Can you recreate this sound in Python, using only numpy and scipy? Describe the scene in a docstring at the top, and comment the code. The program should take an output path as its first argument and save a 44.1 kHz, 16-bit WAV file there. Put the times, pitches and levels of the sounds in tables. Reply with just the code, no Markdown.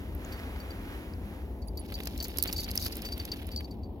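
"""Collar tags tinkle and a leash clasp clacks as two dogs walk through snow, close by in the open air.
Each impact excites the damped modes of the metal, most often once the big dog steps forward.
Paws crunch by breaking ice grains and crust; before that, coats and leashes swish by friction
as the dogs nose around. A low wind rumble lies under it all."""
import sys
import numpy as np
from scipy import signal
from scipy.fft import rfft, irfft
from scipy.io import wavfile
from scipy.ndimage import uniform_filter1d

SR = 44100
rng = np.random.default_rng(int(sys.argv[2]) if len(sys.argv) > 2 else 0)


def store_wav(level_fs):
    """Save 16-bit WAV to argv[1]."""
    pcm = np.round(np.clip(np.atleast_2d(level_fs), -1, 1) * 32767)
    wavfile.write(sys.argv[1], SR, pcm.T.astype(np.int16))


N = 176400

# two close modes that form the note of the collar tag: f/Hz, relative level/dB
TAG_MODES = [(4587, -0.5), (4650, -5.5)]
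# lower and upper modes of the leash hardware: f/Hz, relative level/dB
LOW_MODES = [(4150, 6.6), (4800, 11.7), (5300, 8.5), (5950, 3.5)]
HIGH_MODES = [(10830, -14.5), (11420, 2.5), (11650, -2.5), (15050, 0.5)]
CONTACT_S = .0013  # time constant of a metal contact
PORT_LAG_S, PORT_PHASE_RAD = .00017, 1.2  # delay and phase spread between the two microphone ports


def amp(db):
    """Amplitude ratio: a factor of ten for every 20 dB."""
    return 10 ** (np.asarray(db) / 20)


def unit_rms(x):
    """Normalisation to unit mean power."""
    return x / np.sqrt(np.mean(x ** 2) + 1e-20)


def unit_burst(x):
    """Normalisation of a transient to unit power over its loudest three milliseconds."""
    power = uniform_filter1d((x ** 2).mean(0), 130, mode="constant")
    return x / np.sqrt(power.max() + 1e-20)


def spectrum(points, size=N):
    """Interpolation over log frequency, giving a value for every Fourier bin."""
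    hz, value = np.transpose(points)
    return np.interp(np.log(np.fft.rfftfreq(size, 1 / SR) + 1), np.log(hz), value)


def envelope(points):
    """Amplitude envelope, linear in decibels between the given times."""
    return amp(np.interp(np.arange(N) / SR, *np.transpose(points)))


def colour(x, points):
    """Zero-phase filtering: the spectrum is multiplied by a gain curve."""
    size = x.shape[-1]
    return irfft(rfft(x) * amp(spectrum(points, size)), size)


def correlate(z, coherence):
    """Partial coherence: two independent noises are mixed to share a component."""
    return np.array([z[0], coherence * z[0] + np.sqrt(1 - coherence ** 2) * z[1]])


def lagged(x, lag_s):
    """Path difference: sound from one side reaches the far port later (the left, for a positive lag)."""
    hz = np.fft.rfftfreq(N, 1 / SR)
    return irfft(rfft(x) * np.exp(-2j * np.pi * hz * np.array([[lag_s], [0]])), N)


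def add(mix, start_s, sound):
    """Superposition: a sound adds to the mix from its onset."""
    part = mix[:, round(start_s * SR):][:, :sound.shape[1]]
    part += sound[:, :part.shape[1]]


def wind():
    """Turbulence: a steady rumble whose coherence between the ports falls with frequency."""
    rumble = [(20, -47), (45, 1.5), (76, 4.5), (100, -4), (135, -15), (180, -8), (270, -8), (600, -20.5),
              (900, -23), (1500, -50.5), (4500, -54), (8000, -101), (12000, -54)]  # f/Hz, relative spectral level/dB
    coherence = [(100, 1), (500, 0.83), (1200, 0.36)]  # f/Hz, coherence/1
    noise = correlate(rfft(rng.standard_normal((2, N))), spectrum(coherence))
    return amp(-38.5) * unit_rms(colour(irfft(noise, N), rumble))


def hiss(size):
    """White noise, partly coherent at the two ports."""
    return correlate(rng.standard_normal((2, size)), coherence=.65)


def grains(per_s, size=N):
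    """Shot noise: independent clicks of uneven strength."""
    strength = amp(3.5 * np.minimum(rng.exponential(1, size), 3.5))
    occurs = rng.random(size) < per_s / SR
    return strength * occurs * correlate(rng.standard_normal((2, size)), coherence=.75)


def fits_and_starts(spread_db=4.5, changes_per_s=110):
    """Random amplitude modulation: rubbing comes in short spurts."""
    position = np.arange(N) / SR * changes_per_s
    count = int(position[-1]) + 2
    swings = np.clip(rng.standard_normal(count), -2, 2)
    return unit_rms(amp(spread_db * np.interp(position, np.arange(count), swings)))


def swish():
    """Friction noise: cloth and fur brush through powder, a soft hiss with spurts of coarse grains."""
    brushing = [(0, -60.5), (.16, -64), (.26, -55.5), (.44, -55.5), (.55, -57), (.84, -58.5), (.94, -55),
                (1.18, -65.5), (1.33, -60.5), (1.53, -70.5), (1.8, -76)]  # strength of the rubbing: t/s, relative level/dB
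    body_shape = [(300, 4.5), (800, 6.5), (2000, 5.5), (4500, -7.5), (8500, -20.5), (16000, -15)]  # main spectrum: f/Hz, relative level/dB
    treble_shape = [(3000, -22), (6000, -15.5), (8600, -22), (10300, -5.5), (16000, -6)]  # spectrum of the fine hiss: f/Hz, relative level/dB
    end_s, fade_s = 2.15, .49
    fade = np.clip((end_s - np.arange(N) / SR) / fade_s, 0, 1)
    motion = envelope(brushing)
    powder = hiss(N)
    coarse = unit_rms(grains(per_s=1200) * fits_and_starts())
    body = amp(7.5) * motion * unit_rms(colour(powder + amp(-8) * coarse, body_shape))
    treble = amp(-37) * motion ** .43 * unit_rms(colour(powder, treble_shape))  # swells less than the body
    return lagged(fade * (body + treble), -PORT_LAG_S)


def clinks(decay_s=.00045):
    """Heavily damped impact: taut links snap together and vibrate for only a few cycles."""
    snaps = [(0.1505, 12600, -44.5), (0.2488, 6800, -46.5), (0.3935, 5170, -51), (1.1368, 4860, -51.5),
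             (2.7768, 5260, -23.5)]  # link impacts: t/s, f/Hz, level/dB
    out, t = np.zeros((2, N)), np.arange(1000) / SR
    for s, hz, db in snaps:
        phase = np.array([[0], [PORT_PHASE_RAD * rng.standard_normal()]])
        pulse = t * np.exp(-t / decay_s) * np.sin(2 * np.pi * hz * t + phase)
        add(out, s, amp(db) * unit_burst(pulse))
    return out


def ring(modes, t60, detune=0, size=8000):
    """Free vibration: modes of random strength and phase decay by 60 dB in t60 seconds."""
    t, out = np.arange(size) / SR, np.zeros((2, size))
    for hz, db in modes:
        strength, turn, shift, start = rng.standard_normal(4)
        phase = np.pi * start + np.array([[0], [turn * PORT_PHASE_RAD]])
        out += amp(db + 3.5 * strength) * np.sin(2 * np.pi * hz * (1 + detune * shift) * t + phase)
    return unit_burst(out * np.exp(-np.log(1000) * t / t60))


def rattled(sound, decay_s, touches_per_s=1500):
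    """Repeated excitation: loose metal touches many times, so its response is convolved with a pulse train."""
    size = sound.shape[1]
    t = np.arange(size) / SR
    touches = rng.standard_normal(size) * (rng.random(size) < touches_per_s / SR) * np.exp(-t / decay_s)
    touches[0] = 1
    return unit_burst(signal.fftconvolve(sound, touches[None], axes=1)[:, :size])


def contact(low_hz, high_hz, size=8000):
    """Contact noise: two metal parts scrape as they meet, giving a band-limited burst."""
    age = np.arange(size) / SR / CONTACT_S
    band = signal.butter(2, [low_hz, high_hz], "band", fs=SR, output="sos")
    return unit_burst(signal.sosfilt(band, hiss(size) * age ** .5 * np.exp(-age)))


def tags():
    """Plate vibration: a struck tag sounds a clear note, choked or left to ring, under contact chatter."""
    strikes = [(0.322, -48, -49.5, 0.085), (0.6018, -47.5, -54, 0.046), (0.7055, -45.5, -58, .04),
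               (1.619, -55, -63, 0.067), (1.6823, -48.5, -54, .025), (1.7726, -41, -48, 0.066),
               (1.941, -38.5, -48, 0.041), (1.9525, -37, -50, 0.035), (2.2024, -31.5, -45, 0.031),
               (2.2257, -45, -37, 0.053), (2.242, -41.5, -37.5, 0.046), (2.395, -40, -47, 0.061),
               (2.475, -36.5, -38, 0.042), (2.5635, -34, -44, 0.064), (2.5804, -32.5, -44, 0.08),
               (2.643, -36.5, -43, 0.032), (2.689, -35.5, -60, 0.022), (2.8079, -42, -53, 0.035),
               (2.9237, -40, -41, 0.037), (3.052, -37.5, -44, 0.11), (3.1226, -35, -47.5, .05),
               (3.199, -35.5, -50, 0.041), (3.3172, -30.5, -41.5, 0.036), (3.515, -46, -51.5, 0.11),
               (3.5616, -32.5, -47.5, 0.075), (3.6446, -45.5, -63, 0.043), (3.709, -49.5, -58.5, 0.064),
               (3.833, -53, -81, .09)]  # t/s, note level/dB, relative level of chatter and overtones/dB, T60/s
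    upper_modes = [(11560, -4), (13140, 3), (14400, 1), (15020, -4)]  # overtones of the tag: f/Hz, relative level/dB
    small_strikes = [(1.6754, -46), (1.795, -42)]  # on the small dog's thin tag: t/s, relative level/dB
    small_modes = [(9970, 8), (10450, -6)]  # modes of that tag: f/Hz, relative level/dB
    out = np.zeros((2, N))
    for s, note_db, bright_db, t60 in strikes:
        rattle_s = .13 * t60  # a tag that rings longer also rattles longer
        add(out, s, amp(note_db) * rattled(ring(TAG_MODES, t60), rattle_s))
        chatter = rattled(contact(10300, 16000) + 1.4 * contact(4400, 6500), rattle_s)
        overtones = rattled(ring(upper_modes, t60 / 2, detune=.006), rattle_s)
        add(out, s, amp(bright_db + .5) * unit_burst(chatter + rng.uniform(.3, 1.5) * overtones))
    to_right = amp([[-8.5], [.5]])
    for s, db in small_strikes:
        add(out, s, amp(db) * to_right * rattled(ring(small_modes, t60=.05), CONTACT_S))
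    return out


def stepping(midpoint_s=1.8, rise_s=.2):
    """Onset ramp: the gain rises from zero to one as the big dog starts forward."""
    return np.clip((np.arange(N) / SR - midpoint_s) / rise_s + .5, 0, 1)


def chafe(links=12, ticks_per_s=2000, t60=.011):
    """Contact damping: links pressed together tick but hardly ring as they rub; the tag shivers along."""
    rubbing = [(1.7, -63), (2.2, -54.5), (2.5, -55), (2.6, -40.5), (2.68, -58.5), (2.85, -38), (2.9, -54.5),
               (3.6, -64), (3.9, -84.5)]  # strength of the chafing: t/s, level/dB
    ticks = np.zeros((2, N))
    for _ in range(links):
        tick = ring(HIGH_MODES, t60, detune=.108) + amp(1.5) * ring(LOW_MODES, t60, detune=.13)
        ticks += signal.oaconvolve(grains(ticks_per_s / links), tick, axes=1)[:, :N]
    shiver = signal.oaconvolve(grains(per_s=70), ring(TAG_MODES, t60=.05), axes=1)[:, :N]
    return (unit_rms(ticks) + unit_rms(shiver) / 2) * envelope(rubbing) * fits_and_starts()


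def snow(break_s=.0026, size=2048):
    """Brittle fracture: ice grains snap as paws pack the snow, and clumps of crust break at once."""
    tread = [(1.75, -59.5), (2.25, -56.5), (2.42, -50.5), (2.6, -52.5), (2.86, -52), (3.3, -53.5),
             (3.55, -62.5), (3.9, -75.5)]  # packing under the paws: t/s, relative level/dB
    crunches = [(1.9213, -37), (1.988, -42), (2.0029, -34.5), (2.0705, -33), (2.384, -35), (2.4898, -36),
                (2.8627, -34), (3.6061, -40)]  # breaks in the crust: t/s, relative level/dB
    fracture_shape = [(300, 17), (1000, 6), (2800, 12.5), (4200, 7.5), (7000, -15), (11000, 0.5)]  # spectrum of breaking snow: f/Hz, relative level/dB
    fine = unit_rms(grains(per_s=1200)) + hiss(N)
    out = amp(5.5) * unit_rms(colour(fine, fracture_shape)) * envelope(tread) * fits_and_starts()
    age = np.arange(size) / SR / break_s
    for s, db in crunches:
        clump = grains(per_s=21000, size=size) * age ** .5 * np.exp(-age)
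        add(out, s, amp(db - 1) * unit_burst(colour(clump, fracture_shape)))
    return lagged(out, PORT_LAG_S)


def clasp(t60=.017):
    """Impact excitation: the clasp knocks on its ring, a hard contact with quickly damped modes."""
    clacks = [(1.7733, -33, -44), (2.0347, -30, -38.5), (2.0559, -26, -38), (2.0728, -26, -27),
              (2.177, -29, -36), (2.283, -26.5, -45), (2.372, -22.5, -32), (2.385, -15, -24),
              (2.4257, -9, -25.5), (2.4371, -14, -27.5), (2.527, -21, -24), (2.532, -19.5, -40),
              (2.605, -25, -43), (2.7063, -27, -36), (2.7137, -23, -27.5), (2.7549, -17.5, -42),
              (2.7755, -20.5, -27), (2.8483, -24, -34), (2.8614, -22.5, -38), (2.955, -28, -38.5),
              (2.9684, -23, -42), (3.02, -27, -34), (3.179, -28.5, -48), (3.252, -26, -32.5),
              (3.469, -31, -54)]  # t/s, relative level of the upper band/dB, of the lower band/dB
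    swing = [(2.2, 1.5), (2.4, -10.5), (2.6, -4.5)]  # side to which the clasp swings: t/s, left minus right level/dB
    out = np.zeros((2, N))
    for s, high_db, low_db in clacks:
        high_ring = rattled(ring(HIGH_MODES, t60, detune=.01), CONTACT_S)
        high = unit_burst(high_ring + amp(-6) * contact(8800, 16000))
        low_ring = rattled(ring(LOW_MODES, t60, detune=.03), CONTACT_S)
        low = unit_burst(low_ring + amp(-2) * contact(3500, 7200))
        pan = amp(np.interp(s, *np.transpose(swing)) * np.array([[.5], [-.5]]))
        add(out, s, amp(high_db - 13.5) * pan * high + amp(low_db - 7.5) * low)
    return out


def scene():
    """Free-field superposition: the sources add in open air, with no echo."""
    radiation = [(2400, -24), (3900, 0)]  # small metal parts radiate little bass: f/Hz, gain/dB
    metal = colour(clasp() + clinks() + tags() + stepping() * chafe(), radiation)
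    return wind() + swish() + stepping() * snow() + metal


def record(dry):
    """Frequency response: each microphone port colours the sound its own way, then a low-pass limits it."""
    imbalance = [(50, 2), (700, 1.3), (1200, 1.5), (2200, -5), (3500, -5.5), (4600, 1.5), (8200, 7.5),
                 (9500, -4.5), (12000, -5.5), (15500, 5.5)]  # response of the ports: f/Hz, left minus right level/dB
    port_gains = amp(spectrum(imbalance) * np.array([[.5], [-.5]]))
    heard = irfft(rfft(dry) * port_gains, N)
    low_pass = signal.firwin(255, cutoff=16150, window=("kaiser", 8), fs=SR)
    return signal.oaconvolve(heard, low_pass[None], "same", axes=1)


dry = scene()
out = record(dry)
store_wav(out)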